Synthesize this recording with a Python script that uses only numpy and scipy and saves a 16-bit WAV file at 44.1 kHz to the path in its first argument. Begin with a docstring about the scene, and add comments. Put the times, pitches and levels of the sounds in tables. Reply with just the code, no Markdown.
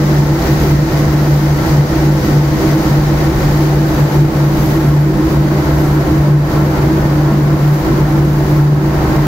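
"""In a coffee roastery, a large roaster empties its beans into a round steel cooling tray.
The cooling fan hums and throbs as a set of tones, and its air booms as noise shaped by the ducts.
Stirring arms push the beans round: the heap roars as tray-coloured noise, single beans tick and hiss
as thousands of random clicks, and thin whistles of narrow noise come and go.
The loud hum works the recorder's gain control, so the beans surge up just after each sag of the hum."""
import sys
import numpy as np
from scipy import signal
from scipy.fft import rfft, irfft
from scipy.io import wavfile
from scipy.ndimage import uniform_filter1d, minimum_filter1d, map_coordinates

SR = 44100
rng = np.random.default_rng(int(sys.argv[2]) if len(sys.argv) > 2 else 0)


def dump(signal):
    """Clip the signal to [-1, 1] and save it as 16-bit WAV at the path in sys.argv[1]."""
    limited = np.clip(np.atleast_2d(signal).T, -1, 1)
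    pcm = np.round(limited * 32767).astype(np.int16)
    wavfile.write(sys.argv[1], SR, pcm)


N = 408785
TIME = np.arange(N) / SR  # seconds
HZ = np.fft.rfftfreq(N, 1 / SR)
SHAFT_HZ = 146 / 3  # turns of the fan per second
EDGE_HZ = 15780  # top of the recorded band


def amp(db):
    """Turns decibels into a gain."""
    return 10 ** (np.asarray(db) / 20)


def evened(x):
    """Scales a signal to an average strength (rms) of 1."""
    return x / np.sqrt(np.mean(x ** 2) + 1e-20)


def along(rows, axis=1):
    """Reads one column of a time table at every sample."""
    rows = np.asarray(rows)
    return np.interp(TIME, rows[:, 0], rows[:, axis])


def across(rows, axis=1):
    """Reads one column of a frequency table at every frequency, on a log pitch scale."""
    rows = np.asarray(rows)
    return np.interp(np.log(HZ + 1), np.log(rows[:, 0] + 1), rows[:, axis])


def bell(hz, width):
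    """Gain of one resonance: 1 at its pitch, falling away on both sides."""
    return 1 / (1 + ((HZ - hz) / width) ** 2 * np.sqrt(2))


def body(base, modes):
    """Gain of a broad spectrum with resonances standing on it; their powers add."""
    broad = amp(across(base)) ** 2
    resonances = sum((amp(db) * bell(hz, width)) ** 2 for hz, width, db in modes)
    return np.sqrt(broad + resonances)


def drift(per_s):
    """A smooth random wander of rms 1, drawn through per_s random points a second."""
    knots = rng.standard_normal(4096)
    wander = map_coordinates(knots, [TIME[::64] * per_s], mode="wrap")
    return evened(wander).repeat(64)[:N]


def arch(s, length):
    """A smooth rise and fall of height 1 around the time s."""
    return np.exp(-(2 * (TIME - s) / length) ** 2)


# how alike left and right are: pitch_hz, likeness (-1 to 1)
LIKENESS = [(60, 1), (150, 1), (215, 0.87), (320, 0.92), (400, 1), (490, 0.23), (600, 0.97), (700, 0.53),
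            (800, 0.77), (880, 0.61), (1000, 0.19), (1080, 0.58), (1180, 0.022), (3000, 0.05)]


def noise(gain):
    """Stereo noise with the given gain per Hz; the bass is alike on both sides."""
    a, b = rng.standard_normal((2, len(HZ))) + 1j * rng.standard_normal((2, len(HZ)))
    same = np.clip(across(LIKENESS), -1, 1)
    mid = a * np.sqrt((1 + same) / 2)
    side = b * np.sqrt((1 - same) / 2)
    left_right = np.array([mid + side, mid - side])
    return irfft(left_right * gain, N) * np.sqrt(N * SR) / 2


def standing_waves(depth_db, size=500):
    """Reflections between the steel walls give each ear its own fine, fixed ripple of colour."""
    ripple = uniform_filter1d(rng.standard_normal((2, len(HZ))), size=size, axis=1)
    return amp(depth_db * evened(ripple))


# where the microphone points: time_s, tilt (0 down at the tray to 1 up at the drum's face)
MICROPHONE_TILT = [(0, 0), (3.7, 0.1), (4.8, 0.42), (6.3, 0.87), (7.2, 1), (9.27, 1)]


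def tilt():
    """The turn of the microphone from tray to drum, which fades sounds up or down."""
    return along(MICROPHONE_TILT)


# the blade tone swelling and sagging, before its fine flutter and trim: time_s, level_db
BLADE_HUM = [(0.32, -12.0), (0.48, -39), (0.53, -15.5), (0.83, -11.5), (0.92, -30), (0.96, -14),
             (1.5, -9.5), (1.66, -33), (1.81, -5), (1.87, -21.5), (2.12, -10.0), (2.24, -32), (2.39, -8),
             (2.65, -34.0), (2.74, -10.5), (2.78, -34.0), (2.89, -32), (2.93, -11), (3.42, -19.5),
             (3.46, -12.0), (3.56, -17.5), (3.79, -9), (3.91, -30), (4.04, -7.5), (4.1, -29), (4.22, -5.5),
             (4.31, -30), (4.4, -10.0), (4.74, -22), (4.99, -7.5), (5.3, -34.0), (5.38, -8.5), (5.64, -16),
             (6.01, -12.5), (6.07, -24), (6.36, -6.5), (6.5, -37), (6.61, -12), (6.77, -18.5), (7.55, -10),
             (7.58, -15.5), (7.73, -6.5), (7.82, -30), (8.24, -9.5), (8.48, -14), (8.73, -6.5), (8.78, -12),
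             (9.17, -16)]
# the fan's weaker tones: multiple of the shaft speed, level_db before the slight stereo lean
FAN_ORDERS = [(1, -35.5), (5, -36.5), (6, -28.5), (10, -36.5), (28, -62)]


def fan(hum_db=0.1, wobble_rad=0.17, flutter_db=1, flutter_per_s=15, order_wobble_rad=0.19):
    """The blade tone, three times a turn, shaken by turbulence, over weaker shaft tones."""
    angle = 2 * np.pi * (SHAFT_HZ * TIME + rng.random())
    s, db = np.transpose(BLADE_HUM)
    throb = np.interp(TIME, s, amp(db))  # like beats: round tops and narrow dips
    flutter = amp(hum_db + flutter_db * drift(flutter_per_s))
    hum = throb * flutter * np.sin(3 * angle + wobble_rad * drift(13))
    orders = sum(amp(db) * np.sin(round(k) * angle + order_wobble_rad * drift(5))
                 for k, db in FAN_ORDERS)
    return np.sqrt(2) * (hum + orders) * amp([[.2], [-.2]])  # leans slightly left


# drones of the drum drive and casing, before swell and flutter: pitch_hz, level_db
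DRONES = [(65.5, -27.5), (320.6, -23), (382, -31)]


def drones(draught_db, follow=0.7, wobble_rad=0.64, wobble_per_s=24, flutter_db=2.65):
    """Tones that waver in pitch and level; the higher ones also swell with the draught."""
    tones = 0
    for hz, db in DRONES:
        swell_db = follow * draught_db * (hz > 2 * SHAFT_HZ)
        level = amp(db + flutter_db * drift(wobble_per_s) + swell_db)
        wobble = wobble_rad * (drift(wobble_per_s) + 2 * drift(4))
        tones = tones + level * np.sin(2 * np.pi * hz * TIME + wobble)
    return np.sqrt(2) * tones * amp([[-.5], [.5]])


def stirrer(hz=501, level_db=-33.0, away_db=-7, wobble_rad=0.78):
    """The stirring motor sings from under the tray, fainter as the microphone turns away."""
    tone = np.sin(2 * np.pi * hz * TIME + wobble_rad * (drift(18) + 2 * drift(5)))
    level = amp(level_db + away_db * tilt() + 2 * drift(14))
    return np.sqrt(2) * tone * level * amp([[1], [-1]])


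# broad rumble of the air: pitch_hz, level_db per Hz, before swell and stereo lean
RUMBLE = [(10, -62), (22, -51.5), (40, -41.5), (82, -41.5), (102, -50), (235, -44), (275, -50.5),
          (360, -55.5), (420, -65), (520, -56.5), (900, -100)]
# duct and casing resonances that the air excites: pitch_hz, width_hz, level_db per Hz
# (also before swell and stereo lean)
DUCTS = [(66.5, 5.1, -36.5), (123, 8.2, -42), (132.3, 22, -42), (146.4, 16, -38.5), (178.7, 1.2, -36),
         (195.4, 4.5, -37.5), (205, 7.3, -39.5), (304.1, 5, -38.5), (322.8, 20.8, -37.5), (378, 23.3, -44),
         (438, 8, -51.5), (489, 17, -53)]


def air(draught_db, follow=0.72, lean_db=0.56):
    """Turbulent air booms in the ducts; the casing's higher resonances swell with the draught."""
    gain = body(RUMBLE, DUCTS)
    deep = 1 / (1 + (HZ / 170) ** 8)  # share of the power below about 170 Hz
    casing = noise(gain * np.sqrt(1 - deep)) * amp(follow * draught_db)
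    boom = noise(gain * np.sqrt(deep))
    return boom + casing * amp([[-lean_db], [lean_db]])


# the heap's dull roar: pitch_hz, relative_db per Hz
HEAP = [(200, -75), (430, -52.5), (640, -60), (1000, -60.5), (1200, -60.5), (1700, -62.5), (2100, -65.5),
        (2700, -75), (5000, -100)]
# resonances of the steel tray: pitch_hz, width_hz, relative_db per Hz
TRAY = [(533, 40, -51), (603, 23, -49.5), (671.6, 23, -49), (747, 36, -53.5), (783, 26, -51.5),
        (875, 31, -50), (966, 44, -55), (1077, 71, -55.5), (1273, 83, -59.5), (1357.5, 11, -51.5),
        (1506, 26, -56.5), (1645, 47, -62.5), (1833, 35, -60.5)]


def heap(push_db, level_db=-22.5, follow=0.89, churn_db=0.45, scrape_hz=1100, away_db=0.3):
    """The mass of beans tumbles as the arms push it and makes the tray ring; the upper part scrapes."""
    gain = body(HEAP, TRAY)
    upper = 1 / (1 + (scrape_hz / (HZ + 1)) ** 6)
    low = noise(gain * np.sqrt(1 - upper))
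    high = noise(gain * np.sqrt(upper) * standing_waves(depth_db=0.56))
    roar = evened(low + high * amp(away_db * tilt()))
    return roar * amp(level_db + follow * push_db + churn_db * drift(70))


# an arm ploughs up beans that spill and spray: time_s at the top, length_s, added_db of fizz
SPILLS = [(.62, 0.34, 2.5), (1.422, 0.51, 2.5), (2.28, .15, 1), (2.658, 0.13, 2), (2.87, 0.12, 1.5),
          (3.603, 0.14, 3), (4.64, .25, 4), (5.3, 0.086, 2), (5.83, .12, 1), (7.73, .2, 4),
          (8.418, 0.49, 3)]


def spills():
    """Each ploughed-up wave of beans lifts the fizz in a smooth arch, given in dB."""
    return sum(db * arch(s, length) for s, length, db in SPILLS)


def ticks(per_s, spread_db, scatter_db, scatter_s):
    """Bean impacts of many sizes, followed by sprays of echoes off the tray wall."""
    size = amp(spread_db * np.minimum(rng.exponential(1, (2, N)), 5))
    struck = rng.random((2, N)) < per_s / SR
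    hits = size * rng.choice([-1, 1], (2, N)) * struck
    keep = amp(-60 / (scatter_s * SR)) ** 2  # echo power falls 60 dB in scatter_s
    lingering = signal.lfilter([1 - keep], [1, -keep], (hits ** 2).mean(0))
    echoes = np.sqrt(lingering) * rng.standard_normal((2, N))
    return evened(hits + amp(scatter_db) * echoes)


# colour of the bean ticks at each ear: pitch_hz, left_relative_db per Hz, right_relative_db per Hz
TICK_COLOUR = [(900, -99, -86), (1900, -61.5, -73), (2610, -65.5, -72), (3600, -69.5, -69),
               (4550, -70, -66), (6140, -70, -72), (7520, -76, -73.5), (8350, -93, -82.5), (8900, -76, -82),
               (10000, -76.5, -79), (11040, -79.5, -93), (12100, -71.5, -86), (13700, -70.5, -74.5),
               (16200, -72, -85)]
# the stream from the chute, thinning as the drum empties: time_s, share of full flow
POUR = [(0, 1), (2.7, 0.84), (3.7, 0.49), (4.6, 0.073), (9.27, 0)]


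def beans(push_db, spill_db, hiss_db=-32.0, fizz_db=-35.5, hiss_away_db=-2.5, fizz_away_db=-2.5,
          hiss_spill=.35, split_hz=9000, pour_db=-37.5, pour_hz=5800, pour_width_hz=2000,
          rattle_db=-38.5, rattle_hz=1850, rattle_width_hz=380):
    """Thousands of ticks a second merge into a hiss; high fizz, a pouring rush and a rattle join it.
    Hiss and fizz fade as the microphone turns away from the tray."""
    ears_db = [across(TICK_COLOUR, axis=1), across(TICK_COLOUR, axis=2)]
    colour = amp(ears_db) * standing_waves(depth_db=1.66)
    patter = rfft(ticks(per_s=6000, spread_db=2.5, scatter_db=0.6, scatter_s=0.071)) * colour
    top = 1 / (1 + (split_hz / (HZ + 1)) ** 8)
    hiss_level = amp(hiss_db + push_db + hiss_spill * spill_db + hiss_away_db * tilt())
    fizz_level = amp(fizz_db + push_db + spill_db + fizz_away_db * tilt())
    hiss = evened(irfft(patter * (1 - top), N)) * hiss_level
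    fizz = evened(irfft(patter * top, N)) * fizz_level

    landing = rfft(ticks(per_s=1500, spread_db=2.5, scatter_db=1, scatter_s=.04)) * colour
    rush = evened(irfft(landing * bell(pour_hz, pour_width_hz), N)) * amp(pour_db)
    rattle = evened(irfft(landing * bell(rattle_hz, rattle_width_hz), N)) * amp(rattle_db)
    return hiss + fizz + (rush + rattle) * along(POUR)


# thin whistles of the machine: pitch_hz, width_hz, left_relative_db, right_relative_db
WHISTLES = [(4100, 14, -65, -68), (5730, 18, -62, -65), (6260, 20, -49, -62), (7705, 20, -57, -55),
            (10126, 30, -61, -63), (12893, 24, -46, -57), (13052, 30, -53, -63), (13255, 30, -54, -63)]
# the whistles flare up briefly: time_s at the top, length_s, gain_db
FLARES = [(4.0, .5, 0), (4.7, .6, 3), (5.3, 0.17, -5), (5.85, 0.32, 2), (6.7, .12, -3), (7.78, .12, 0)]


def whistles(rest_db=-7.0, away_db=-7.0):
    """Narrow bands of noise sound as unsteady high tones, faint between their flares."""
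    gain = sum(amp([[left], [right]]) * bell(hz, width) / np.sqrt(width)
               for hz, width, left, right in WHISTLES)
    flares = sum(amp(db) * arch(s, length) for s, length, db in FLARES)
    rest = amp(rest_db + away_db * tilt())
    return noise(gain) * np.hypot(rest, flares)


def drum(level_db=-34.5, hz=1020, width_hz=130):
    """A hollow rush from the drum's steel face, heard as the microphone turns up to it."""
    return evened(noise(bell(hz, width_hz))) * amp(level_db) * tilt()


def scene(gust_db=1.6, gusts_per_s=9, stir_db=0.42, stirs_per_s=10):
    """Fan, drives, air and beans together; the draught and the push of the arms wander at random."""
    draught_db = gust_db * drift(gusts_per_s)
    push_db = stir_db * drift(stirs_per_s)
    machine = fan() + drones(draught_db) + stirrer() + air(draught_db) + whistles() + drum()
    return machine + heap(push_db) + beans(push_db, spills())


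def gain_control(x, aim_db=-10.0, share=0.84, recover_db_per_s=80, lag_s=.05):
    """Turns everything down when the hum swells and up when it sags, so the beans seem to surge."""
    power = abs(uniform_filter1d((x ** 2).mean(0), size=900))
    over_db = 10 * np.log10(power + 1e-12) - aim_db
    fall = recover_db_per_s * TIME
    held_db = np.maximum.accumulate(over_db + fall) - fall  # rises at once, falls no faster than set
    keep = np.exp(-1 / (lag_s * SR))
    smooth_db = signal.lfilter([1 - keep], [1, -keep], held_db)
    return x * amp(-share * smooth_db)


def record(dry, ceiling=0.92):
    """Gain control, a quick limiter on the highest peaks, then a cut of everything above the band."""
    levelled = gain_control(dry)
    room_left = np.minimum(1, ceiling / (abs(levelled).max(0) + 1e-9))
    limited = levelled * uniform_filter1d(minimum_filter1d(room_left, size=700), size=700)
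    low_pass = signal.firwin(1023, EDGE_HZ, window=("kaiser", 9), fs=SR)
    return signal.oaconvolve(limited, low_pass[None], "same")


dry = scene()
out = record(dry)
dump(out)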